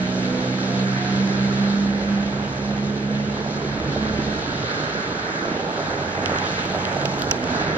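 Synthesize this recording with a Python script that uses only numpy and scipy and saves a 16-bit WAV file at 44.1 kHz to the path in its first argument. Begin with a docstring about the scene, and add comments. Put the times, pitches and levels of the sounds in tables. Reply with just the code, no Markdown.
"""Cars in wet snow

Cars turn through slush: a large engine pulls, heard as sines on its firing orders, while a gear whines.
Tyres roar as half-octave bands of grainy noise; wind gusts lift the lowest of these bands.
A second car passes close by on its own firing orders, with splashes of grainy noise.
Crushed clods, wet drops, dull thuds and sharp ticks are short damped modes.
Two microphone ports of a phone hear near sounds by one path and the roar only partly alike."""
import sys
import numpy as np
from scipy import signal
from scipy.fft import rfft, irfft, next_fast_len
from scipy.io import wavfile
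from scipy.ndimage import uniform_filter1d

SR = 44100
rng = np.random.default_rng(int(sys.argv[2]) if len(sys.argv) > 2 else 0)


def int16_out(signal):
    """Quantize to a 16-bit WAV file."""
    q = np.round(np.clip(np.atleast_2d(signal).T, -1, 1) * 32767)
    wavfile.write(sys.argv[1], SR, q.astype(np.int16))


N = 342657
T = np.arange(N) / SR
SIZE = next_fast_len(N)
HZ = np.maximum(np.arange(SIZE // 2 + 1) * SR / SIZE, 1)  # bin frequencies, kept above zero for logarithms
SOFT_TOP_HZ = 7600  # wet, soft contacts make next to nothing above this


def undb(db):
    """Decibel law: amplitude gain is ten to the power dB / 20."""
    return 10 ** (np.asarray(db) / 20)


def columns(table):
    """Linear interpolation in time: a gate faded at inner table ends, and each column at every sample."""
    s, *cols = np.transpose(table)
    since_start = T - s[0] + (s[0] <= 0)  # no fade where the table meets the start or end of the scene
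    until_end = s[-1] - T + (s[-1] >= T[-1] - .01)
    gate = np.clip(np.minimum(since_start, until_end) / .05, 0, 1)
    return gate, [np.interp(T, s, c) for c in cols]


def over_hz(table):
    """Interpolation on a logarithmic frequency axis: each column at every bin."""
    hz, *cols = np.transpose(table)
    return [np.interp(np.log(HZ), np.log(hz), c) for c in cols]


def walk(rate):
    """Smoothed random modulation: values held 1 / rate s, then averaged twice; spread near 1."""
    hold = int(SR / rate)
    steps = np.repeat(rng.standard_normal(N // hold + 1), hold)
    return 1.3 * uniform_filter1d(uniform_filter1d(steps, hold), hold)[:N]


def ring(hz, decay_s, order=1):
    """Damped mode: the envelope peaks at 1 after decay_s / 10; a higher order starts softer, dies sooner."""
    t = np.arange(int(2 * decay_s * SR)) / SR
    x = 10 * t / decay_s
    return np.sin(2 * np.pi * hz * t) * (x * np.exp(1 - x)) ** order


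def add(out, s, x):
    """Superposition: mix x into out from time s."""
    i = int(s * SR)
    out[..., i:i + x.shape[-1]] += x[..., :N - i]


def muffle(x, top_hz):
    """Low-pass filtering: a steep loss above top_hz."""
    return signal.sosfilt(signal.butter(8, top_hz, fs=SR, output="sos"), x)


def harmonics(hz, orders, levels_db, waver, flutter_db):
    """Harmonic series: sines locked to one slightly wavering phase, each fluttering about its rms level."""
    phase = 2 * np.pi * np.cumsum(hz * (1 + waver * walk(12))) / SR
    out = 0
    for order, db in zip(orders, levels_db):
        amplitude = np.sqrt(2) * undb(db + flutter_db * walk(15))
        out = out + amplitude * np.sin(order * phase + rng.uniform(0, 2 * np.pi))
    return out


def slush(length=N, grains_per_s=900, scatter_db=3.5, grain_db=-5):
    """Broadband excitation: white noise of air and water, plus impulses of snow grains breaking."""
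    hit = rng.random(length) < grains_per_s / SR
    size_db = scatter_db * np.minimum(rng.exponential(size=length), 4)
    grains = hit * rng.choice([-1, 1], length) * undb(size_db)
    return rng.standard_normal(length) + undb(grain_db) * grains / grains.std()


# Pulling engine: t/s, firing rate f/Hz, level/dB of orders 1, 2 and 3
PULLING_ENGINE = [(0, 61.7, -49.5, -35, -25), (.45, 63.27, -52.5, -33, -30), (.75, 64.6, -53, -30, -25),
                  (1.05, 65.4, -52.5, -30, -27.5), (1.13, 65.7, -49.5, -27, -22.5),
                  (1.38, 65.8, -43, -31.5, -23.5), (1.55, 66.4, -53, -24.5, -23),
                  (1.8, 66.6, -44, -33.5, -20), (1.96, 66.6, -40, -36, -26.5),
                  (2.2, 67.2, -43.5, -44.5, -23), (2.38, 67.69, -43, -35, -27.5),
                  (2.52, 68.14, -42.5, -32, -36.5), (2.68, 68, -44.5, -33, -27),
                  (3.15, 69.03, -47.5, -31.5, -27), (3.5, 69.77, -48, -35, -31),
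                  (3.8, 70.3, -42.5, -33.5, -33), (4.05, 70.63, -40.5, -33.5, -27.5),
                  (4.28, 70.1, -40, -36, -28), (4.42, 68, -52.5, -43, -37)]
# Its fourth firing order, strongest early on: t/s, level/dB
FOURTH_ORDER_LEVEL = [(0, -33), (.12, -34), (.33, -28), (.55, -32), (.65, -33), (.78, -33), (.9, -41),
                      (1.5, -47), (4.42, -46)]


def pulling_engine():
    """Periodic combustion: four harmonics of the firing rate rise and fall with engine speed."""
    gate, (hz, *levels_db) = columns(PULLING_ENGINE)
    levels_db += columns(FOURTH_ORDER_LEVEL)[1]
    return gate * harmonics(hz, [1, 2, 3, 4], levels_db, waver=.003, flutter_db=1.8)


def gliding_tone(table):
    """Frequency modulation: one sine follows a table of pitch and level."""
    gate, (hz, db) = columns(table)
    return gate * harmonics(hz, [1], [db], waver=.004, flutter_db=1.8)


# Gear whine: t/s, f/Hz, level/dB
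GEAR_WHINE = [(0, 608, -36), (.12, 622, -39), (.3, 650, -42), (.45, 668, -44), (.62, 686, -53),
              (.7, 696, -36), (.85, 708, -41), (1.05, 724, -36), (1.16, 722, -40), (1.24, 718, -47),
              (1.5, 700, -52)]


def gear_whine():
    """Tonal gear noise: a single whine glides up, then slightly down."""
    return gliding_tone(GEAR_WHINE)


# Short hum above the engine: t/s, f/Hz, level/dB
UPPER_HUM = [(.1, 498, -46), (.2, 501, -39), (.34, 503, -32), (.55, 509, -37), (.64, 506, -45),
             (.71, 497, -36), (.86, 501, -39), (.95, 502, -50)]


def upper_hum():
    """Narrow-band tone: a short hum of nearly steady pitch swells and fades."""
    return gliding_tone(UPPER_HUM)


# Close car: t/s, firing rate f/Hz, level/dB of orders 2, 3 and 4
CLOSE_CAR = [(5.9, 45.62, -41.5, -41.5, -43), (6.15, 47.9, -36, -45.5, -41), (6.45, 47.5, -39.5, -54, -41),
             (6.68, 46.4, -44, -49, -37), (6.85, 46.68, -38.5, -41.5, -35), (7.05, 47.3, -45, -35, -41),
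             (7.2, 46.4, -42.5, -37.5, -39), (7.35, 45.15, -40, -45.5, -43), (7.5, 44.8, -39.5, -47, -46),
             (7.77, 44.1, -40, -44.5, -46.5)]


def close_car():
    """Periodic combustion: the passing car sounds on orders 2 to 4 of a lower firing rate."""
    gate, (hz, *levels_db) = columns(CLOSE_CAR)
    return gate * harmonics(hz, [2, 3, 4], levels_db, waver=.005, flutter_db=1.5)


# Low booms: peak t/s, f/Hz, peak level/dB
LOW_BOOMS = [(4.66, 123.6, -35), (4.87, 152, -34), (7.45, 247, -27), (7.49, 170, -35), (7.62, 158, -31),
             (7.71, 152, -27)]


def booms(slope_db_per_s=110):
    """Exponential growth and decay: low tones swell and fade at the same rate in dB."""
    out = np.zeros(N)
    for s, hz, peak_db in LOW_BOOMS:
        level_db = peak_db - slope_db_per_s * abs(T - s)
        out += harmonics(hz, [1], [level_db], waver=.003, flutter_db=1.5)
    return out


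# In the three level tables below only departures from the mean shape the sound, save for the low crunch,
# whose mean also sets the overall tyre level.
# Tyres in the snow: t/s, low crunch level/dB, high crunch level/dB, spray level/dB, hiss level/dB
TYRE_LEVELS = [(0, -35, -37.5, -39, -40.5), (.4, -34.5, -36, -37.5, -39.5), (1, -35, -38, -33.5, -37.5),
               (1.35, -34.5, -35.5, -34.5, -37.5), (1.7, -35, -37.5, -33.5, -38),
               (1.95, -35, -37, -38, -42.5), (2.35, -37, -33.5, -39, -42), (2.7, -36.5, -37, -39.5, -42.5),
               (3.05, -35.5, -38.5, -40, -45), (3.5, -35, -34, -38, -41), (3.9, -33, -36, -36, -39.5),
               (4.3, -34.5, -35.5, -35.5, -38.5), (4.8, -35, -36, -32, -35.5),
               (5.05, -35.5, -35, -33, -38.5), (5.38, -36.5, -36, -31.5, -40),
               (5.46, -34.5, -30, -32.5, -39.5), (5.58, -34, -32.5, -35, -41), (5.68, -34, -29, -36.5, -42),
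               (5.78, -35, -32, -34, -41), (5.9, -37, -31, -34, -41.5), (6.12, -38, -32.5, -33.5, -41),
               (6.2, -34.5, -32, -34, -44), (6.28, -37.5, -31.5, -32.5, -41.5),
               (6.33, -39.5, -29.5, -30, -38.5), (6.45, -34.5, -32, -29, -37.5),
               (6.55, -38.5, -34.5, -34.5, -37.5), (6.62, -37.5, -34, -35, -39.5),
               (6.76, -37, -29, -34.5, -41.5), (6.86, -37, -30.5, -33, -41.5),
               (6.97, -33.5, -28.5, -33.5, -40), (7.12, -38, -29.5, -36, -41),
               (7.3, -32.5, -31, -33, -40.5), (7.4, -34, -32.5, -38.5, -45), (7.53, -33, -30, -30, -35.5),
               (7.77, -34.5, -29, -31, -37)]
# Band between spray and hiss: t/s, level/dB
FIZZ_LEVEL = [(0.0, -43), (0.43, -43.5), (0.99, -41.5), (1.6, -42.5), (1.88, -44), (2.25, -43.5),
              (2.38, -45.5), (2.88, -45.5), (4.78, -44), (5.67, -45), (6.06, -44), (6.56, -40), (7.12, -41),
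              (7.29, -44.5), (7.49, -44), (7.77, -42.5)]
# Finest spray in the treble: t/s, level/dB
SPATTER_LEVEL = [(0, -58.5), (1.5, -61), (3, -64), (5.5, -63.5), (6.3, -56), (7.2, -54.5), (7.77, -65.5)]
# Middle of each layer, deep to spatter: f/Hz
LAYER_CENTRES = [45, 130, 350, 800, 1550, 2500, 4500, 10000]
# Roar spectrum, rescaled as a whole by the low crunch: f/Hz, relative level per hertz/dB
ROAR_SPECTRUM = [(25, -30), (60, -13), (150, -4), (400, -6), (800, -10.5), (1150, -15.5), (1350, -11),
                 (1600, -10.5), (1800, -13.5), (2100, -14.5), (2450, -20), (2900, -19.5), (3500, -22),
                 (4100, -17), (4600, -23.5), (5100, -25.5), (6300, -26), (8500, -44), (9800, -80.5),
                 (11000, -50), (14700, -49), (15500, -92)]


def tyres(swell_db=-0.1, flicker_db=0.63, clump_db=1.0):
    """Filter-bank synthesis: two unrelated roars, each half-octave band led by its nearest layers."""
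    low, high, spray, hiss = columns(TYRE_LEVELS)[1]
    fizz, spatter = columns(FIZZ_LEVEL)[1] + columns(SPATTER_LEVEL)[1]
    layers_db = wind_rumble_levels() + [low, high, spray, fizz, hiss, spatter]
    spectra = rfft([slush(), slush()], SIZE) * undb(over_hz(ROAR_SPECTRUM)[0])
    out, swell = 0, walk(8)
    for octave in np.arange(4.5, 14.5, .5):  # log2 of the band centre in Hz
        band = np.cos(np.pi * np.clip(np.log2(HZ) - octave, -.5, .5))  # neighbours sum to constant power
        place = np.interp(octave, np.log2(LAYER_CENTRES), np.arange(len(LAYER_CENTRES)))
        db = swell_db * swell + flicker_db * walk(12)
        db = db + clump_db * (octave > 10) * walk(25)
        for k, layer_db in enumerate(layers_db):
            db = db + max(1 - abs(place - k), 0) * (layer_db - layer_db.mean())
        out = out + undb(db) * irfft(spectra * band, SIZE)[:, :N]
    crunch = irfft(spectra[0] * ((HZ > 290) & (HZ < 550)), SIZE)[:N]
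    return out * undb(low.mean()) / crunch.std()


# Flung lumps: t/s, dull, middle, core and bright part level/dB, left minus right level/dB
FLUNG_LUMPS = [(6.2589, -16, -18, -21, -70, -6), (6.3855, -22, -25, -21, -55, -6),
               (6.6541, -38, -35, -33, -39, 9), (6.8522, -21, -20, -28, -45, 0),
               (6.9280, -29, -30, -27, -65, -2), (7.0131, -28, -25, -33, -65, -3),
               (7.0547, -21, -24, -23, -36, -8), (7.0575, -22, -25, -27, -46, -8),
               (7.1918, -38, -36, -36, -29, 11), (7.2201, -35, -20, -26, -22, 8),
               (7.2431, -35, -30, -34, -36, 6), (7.3117, -16, -21, -4, -18, -7),
               (7.3143, -22, -25, -21, -37, -7), (7.3150, -17, -23, -26, -47, -8),
               (7.4404, -34, -34, -25, -44, -2)]
# Modes of a lump: f/Hz, nominal decay/s, level/dB within its part, part (0 dull, 1 middle, 2 core, 3 bright)
LUMP_MODES = [(1900, .006, 0, 0), (2700, .005, 4, 0), (3500, .0045, 3, 1), (4400, .004, 3, 1),
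              (5900, .004, 0, 2), (7400, .003, -7, 2), (11800, .003, -4, 3), (13700, .003, -4, 3)]


def ticks(grit_db=-11, grit_t60_s=.02):
    """Impact excitation: each lump rings short modes, then crumbles as noise convolved with them."""
    out, t = np.zeros((2, N)), np.arange(int(grit_t60_s * SR)) / SR
    for s, *parts_db, pan_db in FLUNG_LUMPS:
        tick = np.zeros(999)
        for hz, decay_s, mode_db, part in LUMP_MODES:
            detune = 1 + .04 * rng.standard_normal()
            mode = undb(parts_db[part] + mode_db) * ring(hz * detune, 1.02 * decay_s, order=2)
            tick += muffle(np.pad(mode, (0, 999))[:999], 1.3 * hz)
        grit = rng.standard_normal(len(t)) * undb(-60 * t / grit_t60_s)
        grit *= undb(grit_db) / np.sqrt(np.sum(grit ** 2))
        grit[0] = 1  # the tick itself
        add(out, s, np.outer(undb([pan_db / 2, -pan_db / 2]), np.convolve(tick, grit)))
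    return out


# Wheels breaking through ruts: t/s, envelope peak level/dB, f/Hz
RUT_THUDS = [(3.555, -21.5, 268), (3.962, -11.5, 560), (4.189, -14, 295), (4.477, -19, 276),
             (4.801, -17.5, 350), (5.422, -20.5, 245), (5.454, -19.5, 694), (5.515, -17, 245),
             (5.689, -20, 528), (5.884, -18.5, 262), (6.296, -12, 675), (6.31, -23.5, 249),
             (6.319, -12, 560), (6.33, -17, 532), (6.335, -19.5, 407), (6.361, -17, 498), (6.749, -12, 620),
             (6.967, -18, 743), (7.052, -13.5, 517), (7.316, -15.5, 910), (7.519, -17, 244)]


def thuds():
    """Heavily damped resonance: each rut gives one dull knock of a few cycles."""
    out = np.zeros(N)
    for s, db, hz in RUT_THUDS:
        add(out, s, muffle(undb(db) * ring(hz, 5 / hz), SOFT_TOP_HZ))
    return out


# Slush thrown up by the close car's wheels: peak t/s, half length/s, level/dB, centre f/Hz
WHEEL_SPLASHES = [(6.33, .02, -36, 1400), (6.344, .005, -26, 1390), (6.364, .005, -22, 1570),
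                  (6.397, .015, -31.5, 1730), (6.456, .02, -27.5, 1495), (6.467, .03, -35.5, 3620),
                  (6.591, 0.013, -26, 1560), (6.607, 0.032, -38.5, 3600), (6.66, .01, -36, 1500)]


def splashes():
    """Resonant filtering: grainy noise takes the pitch of a damped mode and swells as a Gaussian."""
    out = np.zeros(N)
    for s, half_s, db, hz in WHEEL_SPLASHES:
        t = np.arange(-int(3 * half_s * SR), int(3 * half_s * SR)) / SR
        wet = np.convolve(slush(len(t)), ring(hz, 4 / hz), "same")
        add(out, s + t[0], undb(db) * wet / wet.std() * np.exp(-(t / half_s) ** 2))
    return out


def clods(per_s=60, size_db=-28, scatter_db=3.0):
    """Random impulse process: small clods of snow are crushed, louder when the high crunch swells."""
    out, crunch_db = np.zeros(N), columns(TYRE_LEVELS)[1][1]
    for place, pitch, size in rng.random((int(per_s * N / SR), 3)):
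        hz = 350 * 2 ** (1.5 * pitch)
        db = size_db - scatter_db * np.log(size + 0.043)  # a few are much larger than the rest
        db += 0.95 * (crunch_db[int(place * N)] - crunch_db.mean())
        add(out, place * N / SR, undb(db) * ring(hz, 4 / hz))
    return out


def drops(per_s=150, size_db=-38, scatter_db=2.0, bunch_db=4.0, low_hz=1200, octaves=2.8, turns=8):
    """Modulated impulse process: wet blobs plop in bunches, louder when the spray swells."""
    out, spray_db = np.zeros(N), columns(TYRE_LEVELS)[1][2]
    for place, pitch, size in rng.random((int(per_s * N / SR), 3)):
        hz = low_hz * 2 ** (octaves * pitch ** 2)
        db = -scatter_db * np.log(size + 0.061) - 8 * pitch ** 2  # higher drops are weaker
        add(out, place * N / SR, undb(db) * ring(hz, turns / hz))
    return out * undb(size_db + spray_db - spray_db.mean() + bunch_db * walk(9))


# Wind gusts on the ports: peak t/s, half length/s, level/dB over the calm
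WIND_GUSTS = [(0, 0.059, 6), (1.351, 0.43, 4.5), (2.203, .3, 6.5), (3.816, 0.13, 16.5), (4.2, 0.38, 14.5),
              (4.853, 0.38, 4), (6.151, 0.33, 4), (6.747, 0.25, 2), (7.4, 0.24, 10), (7.77, 0.23, 14)]


def wind_rumble_levels(deep_db=-58, growl_db=-41, growl_follows=0.21, growl_rise_db_per_s=0.08):
    """Wind-induced noise: gusts lift the deep level, and the growl in part; tyres() removes the means."""
    gust_db = np.max([db / (1 + ((T - s) / half_s) ** 4) for s, half_s, db in WIND_GUSTS], axis=0)
    return [deep_db + gust_db, growl_db + growl_follows * gust_db + growl_rise_db_per_s * T]


# Microphone ports: f/Hz, left minus right level/dB, right lead/half turns, likeness of the roar (0 to 1)
MICROPHONE_PORTS = [(100, -1.6, -.07, .96), (350, -4.3, .01, .97), (800, -4.7, .13, .79),
                    (1150, 2, .5, .14), (1550, -8.6, .83, .56), (2100, 1.6, 1.36, .64),
                    (2600, 1.3, .97, .12), (3300, -1.8, .59, .45), (4300, 4.4, .96, .5),
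                    (5200, -1.3, .79, .6), (6000, -5.3, .88, .81), (7300, -2.5, .98, .85), (8300, 0, 1, 1)]
# Narrow dip in the treble of near sounds: f/Hz, half width f/Hz, level/dB
TREBLE_DIP = (10100, 400, -10)


def scene(near_lag_s=9e-6):
    """Interaural-style coherence: near sounds share one path, the roar from all around is partly alike."""
    balance_db, lead, alike = over_hz(MICROPHONE_PORTS)
    alike = np.clip(alike, 0, 1)
    tones = pulling_engine() + gear_whine() + upper_hum() + close_car() + booms()
    soft = muffle(clods() + drops() + splashes(), SOFT_TOP_HZ)
    near = rfft(tones + thuds() + soft + ticks(), SIZE)
    roar, other = rfft(tyres(), SIZE)
    dip_hz, half_width_hz, dip_db = TREBLE_DIP
    near = near * undb(dip_db / (1 + ((HZ - dip_hz) / half_width_hz) ** 4))
    left = near[0] + roar
    lagged = near[1] * np.exp(-2j * np.pi * HZ * near_lag_s)  # extra path to the right port
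    right = (lagged + alike * roar) * np.exp(1j * np.pi * lead) + np.sqrt(1 - alike ** 2) * other
    return irfft([left * undb(balance_db / 2), right * undb(-balance_db / 2)], SIZE)[:, :N]


def record(dry, top_hz=16500):
    """Saturation and band limiting: the phone clips at full scale, then cuts the top."""
    return signal.sosfilt(signal.ellip(8, .2, 80, top_hz, fs=SR, output="sos"), np.clip(dry, -1, 1))


dry = scene()
out = record(dry)
int16_out(out)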